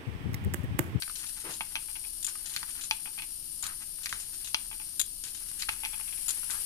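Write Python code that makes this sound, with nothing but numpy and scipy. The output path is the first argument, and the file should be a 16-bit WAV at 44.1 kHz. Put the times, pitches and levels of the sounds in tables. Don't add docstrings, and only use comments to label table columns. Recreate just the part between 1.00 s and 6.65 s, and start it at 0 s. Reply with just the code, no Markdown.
import sys
import numpy as np
from scipy import signal
from scipy.fft import rfft, irfft, next_fast_len
from scipy.io import wavfile
from scipy.ndimage import map_coordinates

SR = 44100
rng = np.random.default_rng(int(sys.argv[2]) if len(sys.argv) > 2 else 0)


def dump_mix(stems):
    frames = np.atleast_2d(stems).T
    limited = np.clip(frames, -1, 1)
    pcm = np.round(limited * 32767).astype(np.int16)
    wavfile.write(sys.argv[1], SR, pcm)


N = 249165

# (f/Hz, likeness/1)
RUMBLE_COLOUR = [(15, 2), (30, 3.5), (65, -12), (100, -7), (200, -16.5), (320, -12), (550, -37),
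                 (1500, -64), (6000, -50), (15000, -46.5)]
RUMBLE_LIKENESS = [(60, .995), (150, .88), (400, .72), (1500, .3), (5000, 0)]
# (f/Hz, t60/s)
ROOM_DECAY = [(200, .3), (1000, .28), (4000, .24), (7000, .17), (12000, .12)]
# (f/Hz, level/dB)
TABLE_HUM = [(33, -60), (55, -63), (146, -74.5), (166, -71)]

# (t/s, level/dB)
HISS_LEVEL = [(0.0, -42), (0.72, -44), (1.13, -42), (1.49, -43), (4.52, -43), (5.65, -38)]
# (t/s, share/1)
SECOND_VIEW_SHARE = [(0, 0.24), (4.3, 0), (4.8, 0.94), (5.65, 0.7)]
# (f/Hz, relative level/dB)
FIRST_HISS_COLOUR = [(700, -30.5), (2200, -32.5), (4000, -21), (6300, -20.5), (8200, -19), (8600, -5),
                     (9800, -3), (10450, -4), (10700, -12.5), (11150, -19), (11600, -9), (12200, -10.5),
                     (13200, -26.5), (14200, -13)]
SECOND_HISS_COLOUR = [(700, -26), (2200, -19.5), (4000, -18.5), (6300, -15.5), (7400, -14.5), (7700, -7),
                      (9200, -1.5), (10200, 3.5), (10850, 1), (11200, -1), (11800, -11.5), (12400, -3),
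                      (13200, -12), (13900, -16), (14250, -43)]
# (f/Hz, width/Hz, lift/dB)
CASING_MODES = [(2880, 220, 6), (4620, 260, 8), (5600, 300, 6), (7520, 80, 4), (8596, 50, 5), (8716, 50, 5),
                (8946, 40, 5), (9250, 70, 4), (10090, 110, 4), (10475, 35, 5), (11521, 60, 4),
                (11887, 55, 5), (12118, 70, 4)]
# (f/Hz, level/dB)
MOTOR_EAR_SHADE = [(2500, -1), (3600, -3), (4600, -5), (5400, 2), (6300, -15.5), (6900, -4), (7900, -14),
                   (8700, -8), (10000, -17), (11100, -16), (12000, -10.5), (13100, -31), (13750, 1),
                   (14200, -28)]
MARBLE_EAR_SHADE = [(200, -2), (900, -2.5), (1600, -0.5), (2600, -2.5), (4500, -6), (5700, -6), (7200, -14),
                    (14000, -13)]
SHAFT_HZ = 59

# (f/Hz, relative level/dB)
ROLL_COLOUR = [(100, 5), (330, -7), (600, -17.5), (870, -6.5), (1100, -3), (1500, 2.5), (2600, 3),
               (4000, 1), (7000, 1), (10000, 3.5), (15000, -38)]
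BOARD_COLOUR = [(40, -26), (150, -1.5), (230, -14), (340, 0.5), (450, -3), (650, -8), (880, -2.5),
                (1400, -5), (2600, -8), (4000, -14), (9000, -23)]
# (f/Hz, width/Hz, lift/dB)
BOARD_RESONANCES = [(297, 18, 2.5), (332, 17, 8.5)]

# (f/Hz, gain/dB)
TROUGH_COLOUR = [(60, 2), (330, -2), (560, -8.5), (850, 7), (1200, 6), (1800, -3.5), (2500, 2),
                 (3500, -4.5), (4400, -5.5), (6200, -11.5), (7300, -26), (9500, -19), (14000, -28)]
WHEEL_COLOUR = [(80, 3.5), (550, -18.5), (900, 0.5), (1400, 5), (2000, 2), (3200, -3), (4500, -1),
                (6000, -9.5), (7500, -11.5), (10000, -21), (14000, -13)]
STEEL_COLOUR = [(150, -28), (700, -40), (1500, -23.5), (2200, -21.5), (3400, -12), (6000, -15.5),
                (7000, -4.5), (8000, -11), (9800, -5.5), (11200, -9.5), (12200, -11), (14200, -16)]
RAIL_COLOUR = [(150, -17), (700, -15), (1500, -8), (2200, -5), (3000, 3.5), (4200, 2.5), (6000, 4.5),
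               (7200, 7.5), (8200, 1.5), (10000, -2.5), (14000, -4)]
# (f/Hz, width/Hz, lift/dB)
TROUGH_RESONANCES = [(872, 60, 9), (1270, 120, 3), (1580, 100, 4), (2358, 80, 4), (2536, 55, 7),
                     (2800, 80, 5), (3100, 80, 4), (3366, 50, 10), (4290, 90, 4), (6030, 80, 7)]
WHEEL_RESONANCES = [(1250, 200, 3), (1580, 140, 3), (2400, 200, 2), (4500, 400, 3)]
STEEL_RESONANCES = [(3378, 60, 6), (3891, 55, 10), (4858, 100, 7), (6865, 130, 7), (7200, 150, 12),
                    (8865, 55, 13), (9385, 100, 7)]
RAIL_RESONANCES = [(1540, 80, 6), (2540, 80, 5), (3366, 60, 3), (3895, 70, 7), (4296, 90, 5),
                   (6870, 110, 5), (7200, 110, 6)]

# (t/s, level/dB)
WHEEL_BUMPS = [(0.078, -48.5), (1.354, -52.5), (2.985, -57), (5.432, -54)]
# (t/s, tap level/dB, fall/s, drop level/dB)
TIPPINGS = [(0.0221, -36.5, 0.075, -46.5), (1.563, -34.5, 0.067, -40.5), (3.0586, -34.5, .0677, -36),
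            (4.6224, -35.5, .065, -38.5)]
# (time before landing/s, level/dB)
RAIL_BENDS = [(.453, -43), (.415, -48.5), (.345, -48), (.32, -52), (.205, -51.5), (.1, -45), (.073, -45)]
# (t/s, level/dB, first flight/s, next flight over last/1, first bounce level/dB, bouncing time/s)
TROUGH_LANDINGS = [(0.6079, -29.5, .147, .88, -42, .32), (1.9105, -24, .147, 0.82, -39, .33),
                   (3.5451, -23, .168, 0.51, -41.5, .29), (4.6913, -26.5, .143, .68, -36.5, .34)]
# (t/s, level/dB)
EXTRA_KNOCKS = [(0.755, -29.5), (0.9548, -40), (1.0402, -45.5), (2.1871, -36), (2.2209, -38),
                (4.8498, -31.5), (5.0765, -44), (5.125, -43.5), (5.176, -46.5)]
# (t/s, level/dB)
QUEUE_CLACKS = [(1.2281, -35), (1.2455, -27), (1.2666, -29.5), (1.2867, -45), (2.6259, -34), (2.666, -33.5),
                (3.9951, -21), (3.9983, -20.5), (4.0143, -23), (5.282, -27.5), (5.2914, -26),
                (5.306, -27.5), (5.5058, -34)]
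# (t/s, level/dB, fade/(dB/s))
QUEUE_JOSTLES = [(1.2757, -50, 420), (2.6326, -45, 116), (5.284, -49, 300), (5.4995, -47.5, 106)]

# (bass/dB, treble/dB); the graze follows a tap or an extra knock
TAP_TONE, GRAZE_TONE, DROP_TONE = (-12.5, 7.5), (-15, -5), (0.88, 2)
LANDING_TONE, BOUNCE_TONE = (-13, 0), (-10.5, -16)
KNOCK_TONE, JOSTLE_TONE = (-19.5, 0.5), (1.9, -4)
HARD_DB, BRIGHTER, THINNER = -26, 1.7, 0.95
GRAZE_S, GRAZE_LOSS_DB = .009, 3.5
BOUNCE_LOSS_DB = 3.5
PASS_ON_S, PASS_ON_LOSS_DB = .004, 6
CLACK_HARD_DB, CLACK_FULLER = -27, 0.27
JOSTLE_GAP_S, JOSTLE_WIRE_DB = .011, 5.5
LEAN_S, LEAN_DB = .025, -44

# (initial level/dB, fade/(dB/s))
ROLL_HEAD, ROLL_RAILS = (-53.5, 69), (-53, 3)
ROLL_TROUGH, ROLL_QUEUE = (-52.5, 28), (-53.5, 12)
ROLL_RISE_S, ROLL_STOP_DB_PER_S, ROLL_SECOND_VIEW_DB = 0.011, 250, 5.5
SCUFF_S, SCUFF_RISE_S, SCUFF_HOLD_S = 0.436, 0.016, 0.069
SCUFF_DB, SCUFF_STOP_DB_PER_S = -41.5, 330
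TOP_HZ = 14280


def amp(db):
    return 10 ** (np.asarray(db) / 20)


def unit(x):
    return x / np.sqrt(np.mean(x ** 2) + 1e-20)


def along(points, hz):
    f, v = np.transpose(points)
    return np.interp(np.log(hz + 1), np.log(f + 1), v)


def curve(rows):
    return np.interp(np.arange(N) / SR, *np.transpose(rows))


def wobble(rate):
    knots = rng.standard_normal(int(N * rate / SR) + 4)
    return map_coordinates(knots, [np.arange(N) * rate / SR])


def swell(start, rise, hold, db, fade_db, stop_db):
    t = np.maximum(np.arange(N) / SR - start, 0)
    level_db = db - fade_db * t - stop_db * np.maximum(t - hold, 0)
    return np.minimum(t / rise, 1) * amp(level_db)


def filtered(x, response):
    m = next_fast_len(N + SR // 4)
    hz = np.fft.rfftfreq(m, 1 / SR)
    return irfft(rfft(x, m) * response(hz), m)[..., :N]


def colour(points, modes, hz):
    lift = sum((amp(db) ** 2 - 1) / (1 + (2 * (hz - centre) / width) ** 2)
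               for centre, width, db in modes)
    return amp(along(points, hz)) * np.sqrt(np.abs(1 + lift))


def ripple(hz, depth_db, spacing):
    return amp(depth_db * map_coordinates(rng.standard_normal(2048), [hz / spacing]))


def causal(gain):
    cepstrum = irfft(np.log(np.maximum(gain, 1e-6)))
    half = len(cepstrum) // 2
    cepstrum[1:half] *= 2
    cepstrum[half + 1:] = 0
    return np.exp(rfft(cepstrum))


def noise_pair(alike):
    def mix(hz):
        angle = np.arccos(np.clip(along(alike, hz), -1, 1)) / 2
        return np.array([np.cos(angle), np.sin(angle)])

    mid, side = filtered(rng.standard_normal((2, N)), mix)
    return np.array([mid + side, mid - side])


def from_left(pair, shade, lag_ms):
    def ears(hz):
        delay = np.exp(-2j * np.pi * hz * lag_ms / 1000)
        return np.array([np.ones_like(hz), amp(along(shade, hz)) * delay])

    return filtered(pair, ears)


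def room_rumble():
    air = filtered(noise_pair(RUMBLE_LIKENESS), lambda hz: amp(along(RUMBLE_COLOUR, hz)))
    return amp(-59.0) * unit(air)


def room(x):
    hz, t, z = signal.stft(rng.standard_normal((2, SR // 2)), SR, nperseg=256)
    decay = amp(-60 * t / along(ROOM_DECAY, hz)[:, None])
    tail = signal.istft(z * decay, SR, nperseg=256)[1]
    tail = tail / np.linalg.norm(tail[0])
    tail = np.pad(tail, ((0, 0), (SR // 200, 0)))
    return signal.fftconvolve(x, tail, axes=1)[:, :N]


def table_hum():
    t = np.arange(N) / SR
    return sum(amp(db + 1.8 * wobble(3.29)) * np.sin(2 * np.pi * hz * t + 0.93 * wobble(9.3))
               for hz, db in TABLE_HUM)


def motor():
    turns = np.cumsum(SHAFT_HZ * (1 + .02 * wobble(5))) / SR
    pressure_db = .7 * np.cos(2 * np.pi * turns) + .65 * wobble(130) + .45 * wobble(25)
    rub = amp(pressure_db) * noise_pair([(2000, 0.15), (10000, 0.1)])
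    rub = filtered(rub, lambda hz: ripple(hz, 1.1, 45))
    first = unit(filtered(rub, lambda hz: colour(FIRST_HISS_COLOUR, CASING_MODES, hz)))
    second = unit(filtered(rub, lambda hz: colour(SECOND_HISS_COLOUR, CASING_MODES, hz)))
    share = np.clip(curve(SECOND_VIEW_SHARE), 0, 1)
    hiss = amp(curve(HISS_LEVEL) + 7.5) * ((1 - share) * first + share * second)
    return from_left(hiss, MOTOR_EAR_SHADE, lag_ms=.15)


def scuff():
    grit = amp(0.78 * wobble(300)) * noise_pair([(300, 0.95), (3000, 0.17)])
    scrape = unit(filtered(grit, lambda hz: colour(BOARD_COLOUR, BOARD_RESONANCES, hz)))
    return swell(SCUFF_S, SCUFF_RISE_S, SCUFF_HOLD_S, SCUFF_DB, 0, SCUFF_STOP_DB_PER_S) * scrape


def rolling_gain():
    run = RAIL_BENDS[0][0]
    stretches = [(s + fall, run, ROLL_HEAD) for s, _, fall, _ in TIPPINGS]
    stretches += [(s, run, ROLL_QUEUE) for s, *_ in QUEUE_JOSTLES]
    for s, *_ in TROUGH_LANDINGS:
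        arrival = min(clack for clack, _ in QUEUE_CLACKS if clack > s)
        stretches.append((s - run, run - RAIL_BENDS[-1][0], ROLL_RAILS))
        stretches.append((s, arrival - s, ROLL_TROUGH))
    power = sum(swell(s, ROLL_RISE_S, hold, *level, ROLL_STOP_DB_PER_S) ** 2
                for s, hold, level in stretches)
    return np.sqrt(power) * amp(ROLL_SECOND_VIEW_DB * curve(SECOND_VIEW_SHARE))


def rolling():
    hops = (rng.random(N) < 45 / SR) * rng.standard_normal(N)
    rustle = amp(6.7 * wobble(45) + 1.2 * wobble(490)) * noise_pair([(300, 1.0), (3000, 0.72)])
    contact = unit(rustle) + amp(-6.5) * unit(hops)
    roll = filtered(contact, lambda hz: causal(colour(ROLL_COLOUR, TROUGH_RESONANCES[:1], hz)))
    return rolling_gain() * unit(roll)


def spray(t60, spiky, size):
    t = np.arange(size) / SR
    clumps = np.exp(spiky * rng.standard_normal(size))[np.arange(size) // 32]
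    burst = rng.standard_normal((2, size)) * clumps * amp(-60 * t / t60)
    return burst / np.linalg.norm(burst, axis=1, keepdims=True)


def strike(rows, body, modes, push_db, chatter_db, chatter_t60, spiky, size=8192):
    out, hz = np.zeros((2, N + size)), np.fft.rfftfreq(size, 1 / SR)
    for s, db, *tilt in rows:
        low_db, high_db = tilt or (0, 0)
        hardness = amp(along([(1250, low_db), (2200, 0), (3300, 0), (4400, high_db)], hz))
        spot = ripple(hz, 2.2, 110)
        skid = np.clip((-30 - db) / 12, 0, 1)
        dispersion = np.exp(-1j * np.sqrt(hz / rng.uniform(5, 12)))
        push = amp(push_db - 5 * skid) * dispersion
        chatter = amp(chatter_db + 3 * skid) * rfft(spray(chatter_t60, spiky, size))
        resonance = causal(colour(body, modes, hz) * hardness * spot)
        ring = irfft((push + chatter) * resonance)
        start = max(0, round(s * SR))
        out[:, start:start + size] += amp(db) * ring
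    return out[:, :N]


def wheel_contacts(count=10):
    rows = [(s, db, *JOSTLE_TONE) for s, db in WHEEL_BUMPS]
    for s, db, fall, drop_db in TIPPINGS:
        rows.append((s, db, *TAP_TONE))
        rows.append((s + GRAZE_S, db - GRAZE_LOSS_DB, *GRAZE_TONE))
        rows.append((s + fall, drop_db, *DROP_TONE))
    for s, db, fade_db in QUEUE_JOSTLES:
        gaps = JOSTLE_GAP_S * np.exp(.15 * rng.standard_normal(count))
        delays = np.cumsum(gaps) - gaps[0]
        rows += [(s + after, db - fade_db * after, *JOSTLE_TONE) for after in delays]
    return rows


def wheel_taps():
    return strike(wheel_contacts(), WHEEL_COLOUR, WHEEL_RESONANCES,
                  push_db=34.5, chatter_db=31.0, chatter_t60=0.031, spiky=0.23)


def rail_contacts():
    scrapes = [(s - LEAN_S, LEAN_DB) for s, *_ in TIPPINGS if s > LEAN_S]
    bends = [(s - before, db) for s, *_ in TROUGH_LANDINGS for before, db in RAIL_BENDS]
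    shakes = [(s + JOSTLE_GAP_S / 2, db + JOSTLE_WIRE_DB) for s, db, _ in QUEUE_JOSTLES]
    return scrapes + bends + shakes


def rail_rattles():
    return strike(rail_contacts(), RAIL_COLOUR, RAIL_RESONANCES,
                  push_db=26, chatter_db=32, chatter_t60=0.14, spiky=0.32)


def trough_contacts(count=5):
    rows = []
    for s, db, flight, shrink, bounce_db, lasts in TROUGH_LANDINGS:
        force = db - HARD_DB
        bass_db = LANDING_TONE[0] - THINNER * force
        treble_db = LANDING_TONE[1] + BRIGHTER * force
        rows.append((s, db, bass_db, treble_db))
        for k, after in enumerate(np.cumsum(flight * shrink ** np.arange(count))):
            if after < lasts:
                level = bounce_db - BOUNCE_LOSS_DB * k
                second_touch = s + after + GRAZE_S * rng.uniform(1, 2)
                rows.append((s + after, level, *BOUNCE_TONE))
                rows.append((second_touch, level - GRAZE_LOSS_DB, *BOUNCE_TONE))
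    for s, db in EXTRA_KNOCKS:
        rows.append((s, db, *KNOCK_TONE))
        rows.append((s + GRAZE_S, db - GRAZE_LOSS_DB, *GRAZE_TONE))
    return rows


def trough_knocks():
    return strike(trough_contacts(), TROUGH_COLOUR, TROUGH_RESONANCES,
                  push_db=33.5, chatter_db=28, chatter_t60=0.059, spiky=0.67)


def queue_contacts():
    rows = []
    for s, db in QUEUE_CLACKS:
        treble_db = CLACK_FULLER * (CLACK_HARD_DB - db)
        delay = PASS_ON_S * rng.uniform(.7, 1.3)
        rows.append((s, db, 0, treble_db))
        rows.append((s + delay, db - PASS_ON_LOSS_DB, 0, treble_db))
    return rows


def queue_clacks():
    return strike(queue_contacts(), STEEL_COLOUR, STEEL_RESONANCES,
                  push_db=29, chatter_db=34.5, chatter_t60=0.023, spiky=0.24)


def marbles():
    return wheel_taps() + rail_rattles() + trough_knocks() + queue_clacks()


def scene():
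    contacts = from_left(scuff() + rolling() + marbles(), MARBLE_EAR_SHADE, lag_ms=0.16)
    echo = amp(-14.5) * room(contacts)
    return room_rumble() + table_hum() + motor() + contacts + echo


def record(dry):
    return filtered(dry, lambda hz: np.clip((TOP_HZ - hz) / 100 + .5, 0, 1))


dry = scene()
out = record(dry)
dump_mix(out)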